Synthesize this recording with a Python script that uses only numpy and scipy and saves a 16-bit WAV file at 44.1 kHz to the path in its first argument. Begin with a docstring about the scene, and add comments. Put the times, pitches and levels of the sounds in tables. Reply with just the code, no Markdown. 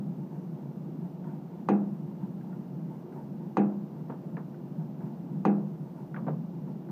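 """In a factory hall, a machine bends wire into springs. Once a cycle its cutter knocks and the
steel frame rings. Tool slides whir at fixed points of the cycle over the noise of the motor.
Metal parts tap nearby. Behind it all lie the hall's hum, distant machines and microphone hiss."""
import sys
import numpy as np
from scipy import signal
from scipy.io import wavfile
from scipy.ndimage import uniform_filter1d

SR = 44100
rng = np.random.default_rng(int(sys.argv[2]) if len(sys.argv) > 2 else 0)


def store_pcm(level_fs):
    """Save levels as 16-bit WAV."""
    pcm = np.round(np.clip(level_fs, -1, 1) * 32767).astype(np.int16)
    wavfile.write(sys.argv[1], SR, np.atleast_2d(pcm).T)


N = 304731

# Levels in the tables are relative. A "fade" is the time a sound takes to drop by 60 dB.
# Ringing tones of the frame and tool plate: f/Hz, level/dB, fade/s
FRAME_TONES = [(159.6, -32, 0.85), (184.2, -23.5, 0.24), (191, -34, .5), (202.4, -15, .65),
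               (208.6, -38, 0.87), (228.3, -22.5, 0.29), (249.4, -29.5, 0.23), (293.5, -25, 0.46),
               (318.6, -25.5, 0.48), (355.3, -26.5, 0.49), (376, -29, 0.19), (430.5, -26.5, 0.28),
               (448, -44, 0.52), (482, -28, .2), (513.7, -30, 0.26), (640, -36, 0.11), (752.4, -26.5, .22),
               (803, -33, 0.15), (810, -29, 0.28), (817, -33, 0.12), (1440, -37, 0.11), (1626, -48, .3),
               (2450, -52, .2), (2523, -50, 0.2), (2640, -52.5, .22), (4630, -52.5, 0.022),
               (5900, -67.5, .1), (6480, -57, 0.082), (7880, -58.5, 0.02), (11500, -69, .02)]
# Tones of the snapping blade: f/Hz, level/dB, fade/s
BLADE_TONES = [(436, -11, 0.016), (865, -15, 0.024), (1176, -17, 0.02), (1966, -35, 0.031),
               (4110, -52.5, 0.015)]
# Clatter of many small vibrations: f/Hz, level/dB
CLATTER_SPECTRUM = [(300, -49), (600, -37), (1200, -47), (2400, -56.5), (4000, -65), (7000, -75),
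                    (14000, -81.5)]
# How long the clatter lasts: f/Hz, fade/s
CLATTER_FADES = [(300, 1), (1000, 0.51), (2500, .2), (5000, 0.055), (12000, 0.023)]
# Moves of the tool slides: t/s after the cut, length/s, level/dB
SLIDE_MOVES = [(.42, .04, -61), (.55, .06, -55), (.80, .12, -62), (1.245, .045, -55.5), (1.49, .08, -53.5),
               (1.76, .1, -60)]
# Noise bands of a moving slide: f/Hz, width/Hz, level/dB
SLIDE_BANDS = [(350, 60, -3), (700, 150, -4), (890, 130, 0), (1300, 400, -14)]
# Noise bands of the motor in its housing: f/Hz, width/Hz, level/dB
MOTOR_BANDS = [(345.2, 36.3, -53.5), (848, 160, -68)]
# The motor gets louder: t/s after the cut, length/s, boost/dB
MOTOR_SURGES = [(.55, .06, 2), (.86, .12, 1.5), (1.09, .05, 4), (1.49, .08, 3)]
# Metal taps: t/s, level/dB, f/Hz, fade/s, thud boost/dB, echo boost/dB
METAL_TAPS = [(2.410, -57, 1600, .03, -10, -6), (2.526, -56.5, 1414, 0.11, -10, 3),
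              (4.098, -44, 1360, 0.023, 15.5, 8), (4.3685, -38, 1730, 0.016, 1, 0),
              (4.544, -51.5, 1500, 0.023, -12, -8), (6.1435, -36.5, 1445, 0.032, -16, -2),
              (6.162, -38, 1610, 0.029, -4, 3), (6.244, -42, 790, 0.028, 0, -10),
              (6.267, -38.5, 1140, 0.015, 10.5, 9), (6.280, -40, 1550, 0.017, -2, 3),
              (6.283, -27, 692, 0.047, -4, 3)]
# Tones of a tapped part: multiple of its pitch, level/dB
PART_TONES = [(1, 2.5), (1.3, -6), (1.75, -24.5), (2.4, -31)]
# Low hum of the hall: f/Hz, level/dB
HUM_SPECTRUM = [(100, -39.5), (118, -41.5), (130, -8), (145, 7), (199, 4), (250, -4.5), (300, -11.5),
                (400, -59.5)]
# The hum dips while the drives rest: t/s after the cut, length/s, change/dB
HUM_DIPS = [(1.38, .05, -4), (1.72, .05, -2)]
# Wash of distant machines and hiss: f/Hz, level/dB
WASH_SPECTRUM = [(20, -49), (50, -21), (100, -11.5), (200, -1), (300, 2), (430, -4), (913, -13),
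                 (1100, -19.5), (1940, -32), (3500, -38.5), (6000, -42), (9690, -58), (12000, -46.5),
                 (14000, -38.5), (15300, -42)]

CYCLE_S, FIRST_CUT_S, CUT_GAIN_DB = 1.8822, -.1952, -.5
# A tick once a cycle: t/s after the cut, then the other columns of a metal tap
TICK_S, TICK = 1.4365, (-52, 1500, .018, 2, 2)
WHINE_HZ, WHINE_DB = 2815, -89.5
HUM_DB, WORK_BOOST_DB, WAVER_DB, WASH_DB = -38.6, 3, .5, -49
TREBLE_LIMIT_HZ = 15380


def cutter():
    """The blade shears the wire at the same spot, so the frame rings the same way each time."""
    t = np.arange(SR * 3 // 4) / SR
    ring = ringing(FRAME_TONES, t, rise_cycles=3.1) + ringing(BLADE_TONES, t, rise_cycles=1.0)
    clatter = 10 * noise_burst(CLATTER_SPECTRUM, CLATTER_FADES, rise_s=0.00097)
    out = np.zeros(N)
    for start in cut_times():
        add(out, start, ring)
        add(out, start, clatter)
    return amp(CUT_GAIN_DB) * out


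def slides():
    """Each tool slide whirs as it moves at its own point in the cycle."""
    return cycle_swells(SLIDE_MOVES, amp) * band_noise(SLIDE_BANDS)


def motor():
    """The motor drones and surges in its housing; its electronics add a thin whine."""
    t = np.arange(N) / SR
    drone = amp(cycle_swells(MOTOR_SURGES, float)) * band_noise(MOTOR_BANDS)
    whine = amp(WHINE_DB) * np.sqrt(2) * np.sin(2 * np.pi * WHINE_HZ * t)
    return drone + whine


def taps():
    """A tapped metal part gives a short ring and a thud, then the hall echoes."""
    out, t = np.zeros(N), np.arange(SR // 10) / SR
    onset = 1 - np.exp(-(t / 0.00063) ** 2)  # distance softens the start
    thud_tones = np.sin(2 * np.pi * 260 * t) + 0.49 * np.sin(2 * np.pi * 450 * t)
    ticks = [(cut + TICK_S, *TICK) for cut in cut_times()]
    for start, db, hz, fade, thud_db, echo_db in METAL_TAPS + ticks:
        tones = sum(amp(level) * np.sin(2 * np.pi * ratio * hz * t) for ratio, level in PART_TONES)
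        ring = amp(-60 * t / fade) * tones
        thud = amp(thud_db - 60 * t / 0.063) * thud_tones
        echo_spectrum = [(0.088 * hz, -6), (0.18 * hz, 0), (0.74 * hz, 0),
                         (1.02 * hz, -8), (1.91 * hz, -24), (5 * hz, -60)]
        echo = 2 * noise_burst(echo_spectrum, fades=[(500, 0.31), (3000, 0.1)], rise_s=0.0047)
        add(out, start, amp(db) * onset * (ring + thud))
        add(out, start, amp(db + echo_db) * echo)
    return out


def hall():
    """The hum wavers, swells as the slides work and dips as they rest, beside a steady wash."""
    t = np.arange(N) / SR
    work = cycle_swells(SLIDE_MOVES, amp)
    rates_hz = np.geomspace(.3, 4, num=16)
    waver = sum(np.sin(2 * np.pi * (hz * t + rng.random())) / np.sqrt(hz) for hz in rates_hz)
    hum_db = HUM_DB + WORK_BOOST_DB * work / work.max() + cycle_swells(HUM_DIPS, float)
    hum_db += WAVER_DB * unit_level(waver)
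    hum = amp(hum_db) * drifting_noise(HUM_SPECTRUM, drift_db=2.0)
    wash = amp(WASH_DB) * drifting_noise(WASH_SPECTRUM, drift_db=-0.4)
    return hum + wash


def cut_times():
    """One cut every cycle, in seconds."""
    return np.arange(FIRST_CUT_S, N / SR, CYCLE_S)


def cycle_swells(rows, convert):
    """Smooth swells that return every cycle; convert turns a row's dB into a height."""
    since_cut = (np.arange(N) / SR - FIRST_CUT_S) % CYCLE_S
    return sum(convert(db) * np.exp(-2 * ((since_cut - at) / length) ** 2) for at, length, db in rows)


def ringing(tones, t, rise_cycles):
    """Tones of struck metal build up, then fade; neighbours start in opposite directions."""
    out = np.zeros(len(t))
    for k, (hz, db, fade) in enumerate(tones):
        rise = 1 - np.exp(-t * hz / rise_cycles)
        out += (-1) ** k * rise * amp(db - 60 * t / fade) * np.sin(2 * np.pi * hz * t)
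    return out


def noise_burst(spectrum, fades, rise_s, count=SR // 2):
    """Noise that builds up quickly, then each band fades at its own speed."""
    hz, t, bands = signal.stft(rng.standard_normal(count), SR, nperseg=256, noverlap=192)
    bands *= amp(value_at(spectrum, hz)[:, None] - 60 * t / value_at(fades, hz)[:, None])
    burst = signal.istft(bands, SR, nperseg=256, noverlap=192)[1][:count]
    return burst * np.minimum(np.arange(count) / SR / rise_s, 1)


def band_noise(bands):
    """Noise heard through a housing that rings in a few broad bands."""
    noise, out = rng.standard_normal(N), np.zeros(N)
    for hz, width, db in bands:
        peak = signal.iirpeak(hz, hz / width, SR)
        band = signal.lfilter(*peak, signal.lfilter(*peak, noise))
        out += amp(db) * unit_level(band)
    return out


def drifting_noise(spectrum, drift_db, size=4096):
    """Noise whose bands grow louder and softer at random."""
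    frames, hz = N // (size // 4) + 5, np.fft.rfftfreq(size, 1 / SR)
    real, imag, drift = rng.standard_normal((frames, len(hz), 3)).T
    drift = uniform_filter1d(drift, size=16, axis=0)  # smooth across pitch
    drift = unit_level(uniform_filter1d(drift, size=8, axis=1))  # and over time
    bands = (real + 1j * imag) * amp(value_at(spectrum, hz)[:, None] + drift_db * drift)
    return unit_level(signal.istft(bands, nperseg=size, noverlap=size * 3 // 4)[1][:N])


def amp(db):
    """Turn decibels into a gain."""
    return 10 ** (np.asarray(db) / 20)


def unit_level(x):
    """Scale to an average power of 1."""
    return x / np.sqrt(np.mean(x ** 2) + 1e-20)


def value_at(points, hz):
    """Read a table between its listed frequencies."""
    listed_hz, values = np.transpose(points)
    return np.interp(np.log(hz + 1), np.log(listed_hz + 1), values)


def add(mix, start_s, sound):
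    """Mix a sound in, dropping what falls outside the scene."""
    at = round(start_s * SR)
    sound = sound[max(-at, 0):]
    part = mix[max(at, 0):][:len(sound)]
    part += sound[:len(part)]


def scene():
    """All the sounds together in one channel."""
    # the deep bass of the knocks and taps is turned down
    bass_cut = signal.butter(N=4, Wn=130, btype="high", fs=SR, output="sos")
    knocks = signal.sosfilt(bass_cut, cutter() + taps())
    return (knocks + motor() + slides() + hall())[None]


def record(dry):
    """Cut off the highest treble."""
    treble_cut = signal.firwin(1023, TREBLE_LIMIT_HZ, window=("kaiser", 9), fs=SR)
    return signal.oaconvolve(dry, treble_cut[None], "same")


dry = scene()
out = record(dry)
store_pcm(out)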